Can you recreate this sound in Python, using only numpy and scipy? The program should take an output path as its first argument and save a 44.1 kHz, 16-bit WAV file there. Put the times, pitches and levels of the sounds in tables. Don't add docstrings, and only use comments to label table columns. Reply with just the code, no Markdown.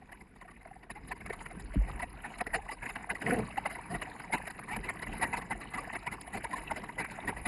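import sys
import numpy as np
from scipy import signal
from scipy.fft import rfft, irfft, next_fast_len
from scipy.io import wavfile
from scipy.ndimage import uniform_filter1d

SR = 44100
rng = np.random.default_rng(int(sys.argv[2]) if len(sys.argv) > 2 else 0)


def wav_record(signal):
    frames = np.transpose(np.atleast_2d(signal))
    bounded = np.clip(frames, -1, 1)
    quanta = np.round(bounded * 32767).astype(np.int16)
    wavfile.write(sys.argv[1], SR, quanta)


N = 329427
T = np.arange(N) / SR
STEP = 44
STEPS_S = T[::STEP]
SIZE = next_fast_len(N)
BIN_HZ = np.maximum(np.arange(SIZE // 2 + 1) * SR / SIZE, 1)
BANDS_HZ = 700 * (np.exp(np.arange(.1, 2.95, .1)) - 1)
BELLY_TOP_HZ, SPRAY_FOOT_HZ = 518.4, 2963


def undb(db):
    return 10 ** (np.asarray(db) / 20)


def unit(x):
    return x / np.sqrt(np.mean(x ** 2))


def walk(rate, step=1):
    hold = max(int(SR / step / rate), 1)
    count = len(T[::step])
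    held = rng.standard_normal(2000)[np.arange(count) // hold]
    slewed = uniform_filter1d(held, hold)
    return 1.3 * uniform_filter1d(slewed, hold)


def resonate(x, hz, width_hz):
    return signal.lfilter(*signal.iirpeak(hz, hz / width_hz, fs=SR), x)


def by_range(belly, slap, spray):
    upper = np.where(BANDS_HZ < SPRAY_FOOT_HZ, slap, spray)
    return np.where(BANDS_HZ < BELLY_TOP_HZ, belly, upper)


def add(line, s, shape):
    i = max(int(s * SR), 0)
    line[i:i + len(shape)] += shape[:len(line) - i]


def swell(u, rise=0.52, tail=0.15):
    attack = np.sin(np.pi / 2 * np.clip(u / rise, 0, 1)) ** 2
    return attack / (1 + np.exp(np.minimum((u - 1) / (tail / 2), 50)))


def hiss(level_db=-78.5, corner_hz=2526):
    dull = signal.lfilter(*signal.butter(2, corner_hz, fs=SR), rng.standard_normal(N))
    return undb(level_db) * unit(dull)


def waves(column, rise_db_s, fall_db_s):
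    # time of the peak in seconds, boom level in dB, slosh level in dB.
    wave_rows = [(.23, -62, -62), (.77, -61, -72), (1.06, -46.5, -54), (1.29, -44, -52), (1.57, -47.5, -46),
                 (1.67, -42.5, -51), (1.91, -37.5, -61), (2.14, -48.5, -59), (2.411, -51, -53),
                 (2.54, -44.5, -54), (2.83, -53, -69), (3.12, -53, -67), (3.4, -44, -52), (3.66, -53, -46),
                 (3.93, -47.5, -40), (4.37, -50, -63), (4.6, -60, -48.5), (4.8, -43.5, -44),
                 (5.1, -41.5, -47), (5.3, -49, -61), (5.55, -46.5, -45), (5.84, -49, -63),
                 (6.12, -51, -46.5), (6.36, -50.5, -44.5), (6.66, -45.5, -62), (6.99, -50.5, -58),
                 (7.28, -51, -40), (7.39, -44, -48)]
    s, db = np.array(wave_rows)[:, [0]], np.array(wave_rows)[:, [column]]
    drop_db = np.where(STEPS_S < s, rise_db_s * (s - STEPS_S), fall_db_s * (STEPS_S - s))
    return (undb(db - drop_db) ** 2).sum(axis=0)


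def boom(mode_hz=43, width_hz=21, calm_db=-60.5):
    shake = resonate(rng.standard_normal(N), mode_hz, 2.8 * width_hz)
    power = undb(2 * calm_db) + waves(column=1, rise_db_s=133, fall_db_s=87)
    return np.interp(T, STEPS_S, np.sqrt(power)) * unit(resonate(shake, mode_hz, width_hz))


def thud(start_s=1.757):
    # frequency in Hz, level in dB before rise and decay,
    # time to fall 60 dB in seconds, rise time in seconds.
    modes = [(47.5, -15, 0.17, .026), (100.8, -28, 0.08, 0.0055), (195, -25, 0.06, 0.0043),
             (275.3, -27, 0.05, 0.00153), (1000, -35.5, 0.0032, 0.00055)]
    t = np.maximum(T - start_s, 0)
    total = np.zeros(N)
    for hz, db, t60, rise in modes:
        envelope = (1 - np.exp(-(t / rise) ** 2)) * 1000 ** -(t / t60) ** 2
        total -= undb(db) * envelope * np.sin(2 * np.pi * hz * t)
    return total


def creak(rough=.04, rub=.3):
    # time in seconds, mean slip rate in Hz, level in dB.
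    course = [(3.239, 215.6, -50), (3.269, 225, -38), (3.30, 225.8, -44.5), (3.336, 236.1, -28),
              (3.356, 231.5, -49), (3.385, 217.6, -29), (3.41, 210, -40.5), (3.451, 203, -47)]
    # frequency in Hz, width in Hz of each of two passes, relative level in dB.
    resonances = [(219, 100, 14), (475, 180, 12.5), (696, 105, 8), (1000, 200, -17), (2000, 750, -16),
                  (11500, 1500, -18)]
    s, hz, db = np.transpose(course)
    phase = np.cumsum(np.interp(T, s, hz) * (1 + rough * walk(120))) / SR
    slips = np.diff(np.floor(phase), prepend=0) * undb(2.1 * walk(220))
    drive = unit(slips) + rub * rng.standard_normal(N)
    body = np.zeros(N)
    for mode_hz, width_hz, mode_db in resonances:
        ring = resonate(resonate(drive, mode_hz, width_hz), mode_hz, width_hz)
        body += undb(mode_db) * unit(ring)
    return unit(body) * undb(np.interp(T, s, db, -120, -120))


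def case_gain(hz):
    # frequency in Hz, relative level in dB.
    colour = [(41, -11), (70, -7.5), (173, 1), (533, -11), (934, -1), (1290, -9.5), (1990, -3),
              (2930, -15.5), (3340, -32), (5030, -20), (5850, -65), (6950, -31), (8630, -28),
              (10000, -13.5), (12200, -31), (15800, -67), (22000, -120)]
    # centre in Hz, width in Hz, height in dB.
    peaks = [(722, 69, 6.5), (1850, 170, 0.5), (3950, 1010, 8), (4530, 900, -8.5), (6880, 520, 5.5),
             (9865, 260, 3), (5940, 830, 17), (8670, 190, -24)]
    corners_hz, corners_db = np.transpose(colour)
    db = np.interp(np.log(hz), np.log(corners_hz), corners_db)
    return undb(db + sum(d / (1 + (2 * (hz - f) / w) ** 2) for f, w, d in peaks))


def case_noises():
    noise = rfft(rng.standard_normal(SIZE)) * case_gain(BIN_HZ)
    count = len(BANDS_HZ)
    place = np.interp(BIN_HZ, BANDS_HZ, np.arange(count))
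    bands = np.zeros((count, N))
    for k in range(count):
        window = np.cos(np.pi / 2 * np.clip(place - k, -1, 1))
        bands[k] = irfft(noise * window, SIZE)[:N]
    zone = by_range(0, 1, 2)
    for k in range(3):
        bands[zone == k] /= np.sqrt(np.mean(bands[zone == k] ** 2, axis=1).sum())
    return bands


def bubble(line, s, db, hz, length, phase, climb=2.0):
    t = np.arange(int(3 * length * SR)) / SR
    cycles = hz * t * (1 + climb * (t - length)) + phase
    add(line, s, undb(db) * swell(t / length) * np.sin(2 * np.pi * cycles))


def trickle(rings, wash_db, count=420):
    for c in rng.random((count, 5)):
        hz = 450 * 6.47 ** c[1]
        db = wash_db[int(c[0] * N)] + 0.54 - 2.55 * np.log(1 - .99 * c[2])
        db += 20 * np.log10(case_gain(hz))
        bubble(rings, c[0] * T[-1], db, hz, (4 + 6 * c[3]) / hz + 0.0035, c[4])


def ripples(count=1700, reach_bands=2.23):
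    band = np.arange(len(BANDS_HZ))
    lift = np.zeros((len(band), len(STEPS_S)))
    for c in rng.random((count, 4)):
        i = int(c[0] * len(STEPS_S))
        length_s = .006 + .014 * c[1] ** 2
        shape = swell(STEPS_S[:60] / length_s, rise=.8)[:len(STEPS_S) - i]
        reach = np.exp(-((band - c[2] * len(band)) / reach_bands) ** 2)
        gain = undb(1.5 - 3.1 * np.log(1 - .993 * c[3]))
        lift[:, i:i + 60] += (gain * np.outer(reach, shape)) ** 2
    return lift


def slaps(rings, patchy_db=3.0, scatter_s=0.0027):
    # nominal start in seconds, reference level in dB, nominal length in seconds,
    # nominal gurgle pitch in Hz, then gurgle and spray in dB re the slap, before the offsets below.
    slap_rows = [(0.013, -51, 0.017, 750, 4, -25), (0.092, -44, 0.015, 830, -9, -26),
                 (0.119, -39.5, 0.017, 730, -15, -15.5), (0.207, -49.5, 0.016, 1000, -7, -11),
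                 (0.36, -50, 0.012, 1000, -20, -15), (0.412, -39, 0.017, 1044, -5.5, -20),
                 (0.445, -52, 0.019, 704, 5, -20), (0.477, -44.5, .023, 1170, -6, -20),
                 (0.51, -46, 0.015, 1140, -7, -17), (0.571, -50, 0.011, 900, -10, -18),
                 (0.615, -47, 0.011, 900, -12, -18), (0.652, -45.5, 0.012, 690, 7, -29),
                 (0.676, -42.5, 0.011, 690, -12, -25), (0.705, -55, 0.019, 764, 14.5, -16),
                 (0.753, -52.5, .018, 746, 8, -21), (0.83, -42.5, 0.018, 1003, -13.5, -19.5),
                 (0.9, -31, 0.018, 1120, -20, -14), (0.949, -40, 0.034, 822, -2, -23),
                 (1.075, -45.5, 0.024, 720, -14, -9), (1.113, -27, 0.019, 1000, -8.5, -20.5),
                 (1.15, -47, 0.033, 1000, -4, -15), (1.205, -36, 0.019, 718, -13.5, -22.5),
                 (1.263, -31, 0.0085, 746, -19.5, -14.5), (1.298, -30, 0.014, 420, 0, -20),
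                 (1.327, -32, .018, 720, -9, -15), (1.407, -36.5, 0.014, 895, -4, -15),
                 (1.461, -30, 0.011, 680, -30, -19.5), (1.508, -38, 0.013, 720, -1.5, -17),
                 (1.596, -40.5, 0.016, 810, -18, -9.5), (1.734, -40, 0.018, 630, 3, -14.5),
                 (1.872, -38, 0.041, 883, -14, -19.5), (1.994, -32, 0.018, 940, -5, -17),
                 (2.02, -27.5, 0.025, 701, -4, -16.5), (2.238, -32.5, 0.034, 919, -25, -21),
                 (2.388, -37.5, .009, 1210, -25, -9), (2.409, -19.5, .0114, 740, -8, -21),
                 (2.467, -26.5, 0.012, 800, -25, -21), (2.535, -19, 0.031, 710, -28, -19.5),
                 (2.581, -41, 0.014, 795, 6.5, -29), (2.687, -30, 0.019, 863, -3.5, -23),
                 (2.708, -31, 0.026, 1130, -10, -13.5), (2.825, -32, .019, 811, -13, -21.5),
                 (2.857, -28.5, 0.015, 1010, -27, -21), (2.889, -31, 0.021, 730, -27, -15.5),
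                 (2.956, -27.5, 0.014, 1100, -23, -20.5), (3.097, -20.5, 0.025, 740, -25, -23.5),
                 (3.15, -30.5, 0.016, 1160, -27, -17.5), (3.217, -27.5, .014, 714, -24, -16.5),
                 (3.269, -29, 0.025, 730, -4.5, -17.5), (3.334, -35, 0.019, 477, 9, -14),
                 (3.39, -29, 0.011, 453, 2, -16), (3.573, -24.5, 0.016, 792, 3, -22.5),
                 (3.656, -21.5, 0.016, 778, -6.5, -20.5), (3.694, -33.5, 0.036, 706, -17, -17.5),
                 (3.75, -31, 0.019, 870, -15, -21), (3.785, -40, 0.01, 930, 6.5, -18),
                 (3.893, -36, 0.053, 700, -0.5, -16), (3.939, -27.5, 0.028, 694, -6.5, -20),
                 (4.016, -27, .017, 700, -11, -17.5), (4.202, -31.5, 0.0074, 910, -22, -22),
                 (4.238, -41, 0.013, 950, -8, -17), (4.322, -20.5, 0.033, 716, -14.5, -18.5),
                 (4.379, -32.5, 0.013, 1060, -22, -19), (4.473, -29.5, 0.014, 845, -24.5, -13),
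                 (4.504, -31.5, 0.012, 756, -20, -13.5), (4.591, -31.5, 0.01, 725, -9.5, -17.5),
                 (4.632, -45.5, 0.018, 890, -15, -9), (4.682, -36.5, 0.021, 1000, -5, -14),
                 (4.698, -30, 0.05, 826, -6, -19.5), (4.765, -26, 0.0086, 805, -10, -13.5),
                 (4.83, -32, 0.043, 950, -17, -19), (4.889, -26, 0.02, 687, -13, -17.5),
                 (5.02, -29.5, 0.02, 1000, -27, -15), (5.067, -32, 0.017, 695, -31, -22),
                 (5.132, -37.5, 0.0094, 730, -14, -9.5), (5.209, -25, 0.037, 740, -18, -17.5),
                 (5.226, -19.5, 0.02, 700, -15, -16.5), (5.327, -24.5, 0.024, 968, -7, -23),
                 (5.368, -25.5, 0.021, 1000, -12, -16), (5.416, -33.5, .015, 1043, -6, -18),
                 (5.505, -24.5, 0.025, 786, -9, -20.5), (5.606, -37, .025, 1143, -6, -12.5),
                 (5.735, -27.5, 0.026, 710, -12, -17), (5.776, -27.5, 0.02, 1139, -2.5, -19),
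                 (5.869, -48.5, .012, 707, 13, -29), (5.928, -32, 0.021, 910, -7, -19),
                 (5.953, -26, 0.016, 1040, -22, -20), (6.065, -26.5, .017, 946, -3, -17),
                 (6.111, -31, 0.036, 814, -24, -15.5), (6.214, -44, 0.0081, 750, -18.5, 2),
                 (6.274, -36, .01, 690, -5, -17), (6.325, -31, 0.045, 750, -10.5, -15),
                 (6.372, -29, .015, 510, -12.5, -14.5), (6.438, -42, 0.0077, 900, -20, -4),
                 (6.445, -26, 0.012, 934, -1, -16.5), (6.508, -33, 0.02, 744, -18, -20),
                 (6.527, -29.5, 0.021, 1028, 3.5, -19), (6.552, -31.5, 0.042, 940, -16.5, -18),
                 (6.622, -46, .015, 900, -15, -12), (6.71, -25, 0.015, 854, -2, -19.5),
                 (6.757, -30.5, 0.031, 740, -22, -17), (6.84, -33.5, 0.013, 923, -23, -16),
                 (6.888, -32.5, .016, 941, -2, -23), (6.979, -23.5, .04, 1009, -23, -19),
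                 (7.046, -29, 0.0099, 1067, -19, -17.5), (7.11, -38, 0.018, 887, -2, -10),
                 (7.272, -23, 0.031, 1000, -20.5, -19.5), (7.362, -34.5, 0.027, 1070, -22, -19.5),
                 (7.454, -20.5, 0.02, 990, -23, -20)]
    drop_hz, drop_spread = 1968, 0.0466
    tilt_db = 5 * np.log2(np.minimum(BANDS_HZ / 300, 1))
    power = np.zeros((len(BANDS_HZ), len(STEPS_S)))
    chance = rng.standard_normal((len(slap_rows), 3, len(BANDS_HZ)))
    for (s, db, length, hz, gurgle_db, spray_db), c in zip(slap_rows, chance):
        band_db = db + by_range(-19, -13, spray_db - 5.5) + tilt_db
        band_db = band_db + patchy_db * by_range(1.44, 1.19, 0.92) * c[0]
        start = s + by_range(0.0013, -0.0051, -0.0041) + scatter_s * c[1]
        span = max(length, .004) * by_range(1.21, 1.19, 1.0) * np.exp(0.21 * c[2])
        near = slice(max(int((s - .03) * SR / STEP), 0), int((s + .12) * SR / STEP))
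        shape = swell((STEPS_S[near] - start[:, None]) / span[:, None])
        power[:, near] += (undb(band_db)[:, None] * shape) ** 2
        bubble(rings, s + 0.002944, db + gurgle_db - 2.0, hz, 0.8 * length, c[0, 0])
        bubble(rings, s - .001, db - 8, drop_hz * np.exp(drop_spread * c[1, 0]), 0.55 * length, c[0, 1])
    return power


def water(wash_db, slosh_db):
    rings = np.zeros(N)
    flicker = np.array([walk(22, step=STEP) for _ in BANDS_HZ])
    slosh_power = undb(2 * slosh_db[::STEP]) + waves(column=2, rise_db_s=246, fall_db_s=215)
    slosh_db = 10 * np.log10(slosh_power)
    upper_db = wash_db[::STEP] + by_range(0, -2.1, -12.5)[:, None]
    bed_db = np.where((BANDS_HZ < BELLY_TOP_HZ)[:, None], slosh_db, upper_db)
    bed_db = bed_db + by_range(1.44, 2.32, 2.2)[:, None] * walk(14, step=STEP)
    bed_db = bed_db + by_range(1.8, 2.47, 3.6)[:, None] * flicker
    steady, lapping = by_range(0.47, 0.31, 0.16)[:, None], by_range(0.14, 1.18, 1.03)[:, None]
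    power = undb(2 * bed_db) * (steady + lapping * ripples()) + slaps(rings)
    trickle(rings, wash_db)
    noise = sum(np.interp(T, STEPS_S, np.sqrt(p)) * n for p, n in zip(power, case_noises()))
    return rings + noise


def scene():
    # time in seconds, base level of the wash in dB, base level of the low slosh in dB.
    flow = [(0, -61, -58), (.4, -66, -60.5), (.9, -62, -59.5), (1.1, -58.5, -52), (1.5, -56.5, -57.5),
            (1.8, -52.5, -52), (2.0, -52.5, -51), (2.4, -49.5, -57), (3.0, -55, -55.5), (3.2, -51, -51),
            (3.31, -35, -31), (3.42, -44.5, -38), (3.52, -48, -53.5), (4.1, -49.5, -53),
            (4.5, -50.5, -54.5), (4.75, -49.5, -49.5), (5.3, -47, -47.5), (5.66, -52.5, -52),
            (5.8, -46, -50), (6.3, -52.5, -58), (6.75, -46.5, -49), (6.9, -50, -50), (7.47, -48.5, -55.5)]
    # frequency in Hz, side level in dB re mid.
    apart = [(60, -78), (110, -76), (190, -72), (350, -73), (630, -44.5), (1130, -16.5), (2020, -62),
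             (3630, -31.5), (6530, -20), (9000, -54), (11700, -30)]
    s, *columns = np.transpose(flow)
    wash_db, slosh_db = (np.interp(T, s, c) for c in columns)
    mono = water(wash_db, slosh_db) + boom() + thud() + creak() + hiss()
    apart_hz, apart_db = np.transpose(apart)
    gain = undb(np.interp(np.log(BIN_HZ), np.log(apart_hz), apart_db))
    side = irfft(1j * gain * rfft(mono, SIZE), SIZE)[:N]
    return np.array([mono + side, mono - side])


def record(dry):
    firm = signal.sosfilt(signal.butter(2, 26, "high", fs=SR, output="sos"), dry)
    top_hz = 12100
    return signal.sosfilt(signal.ellip(10, .2, 80, top_hz, fs=SR, output="sos"), firm)


dry = scene()
out = record(dry)
wav_record(out)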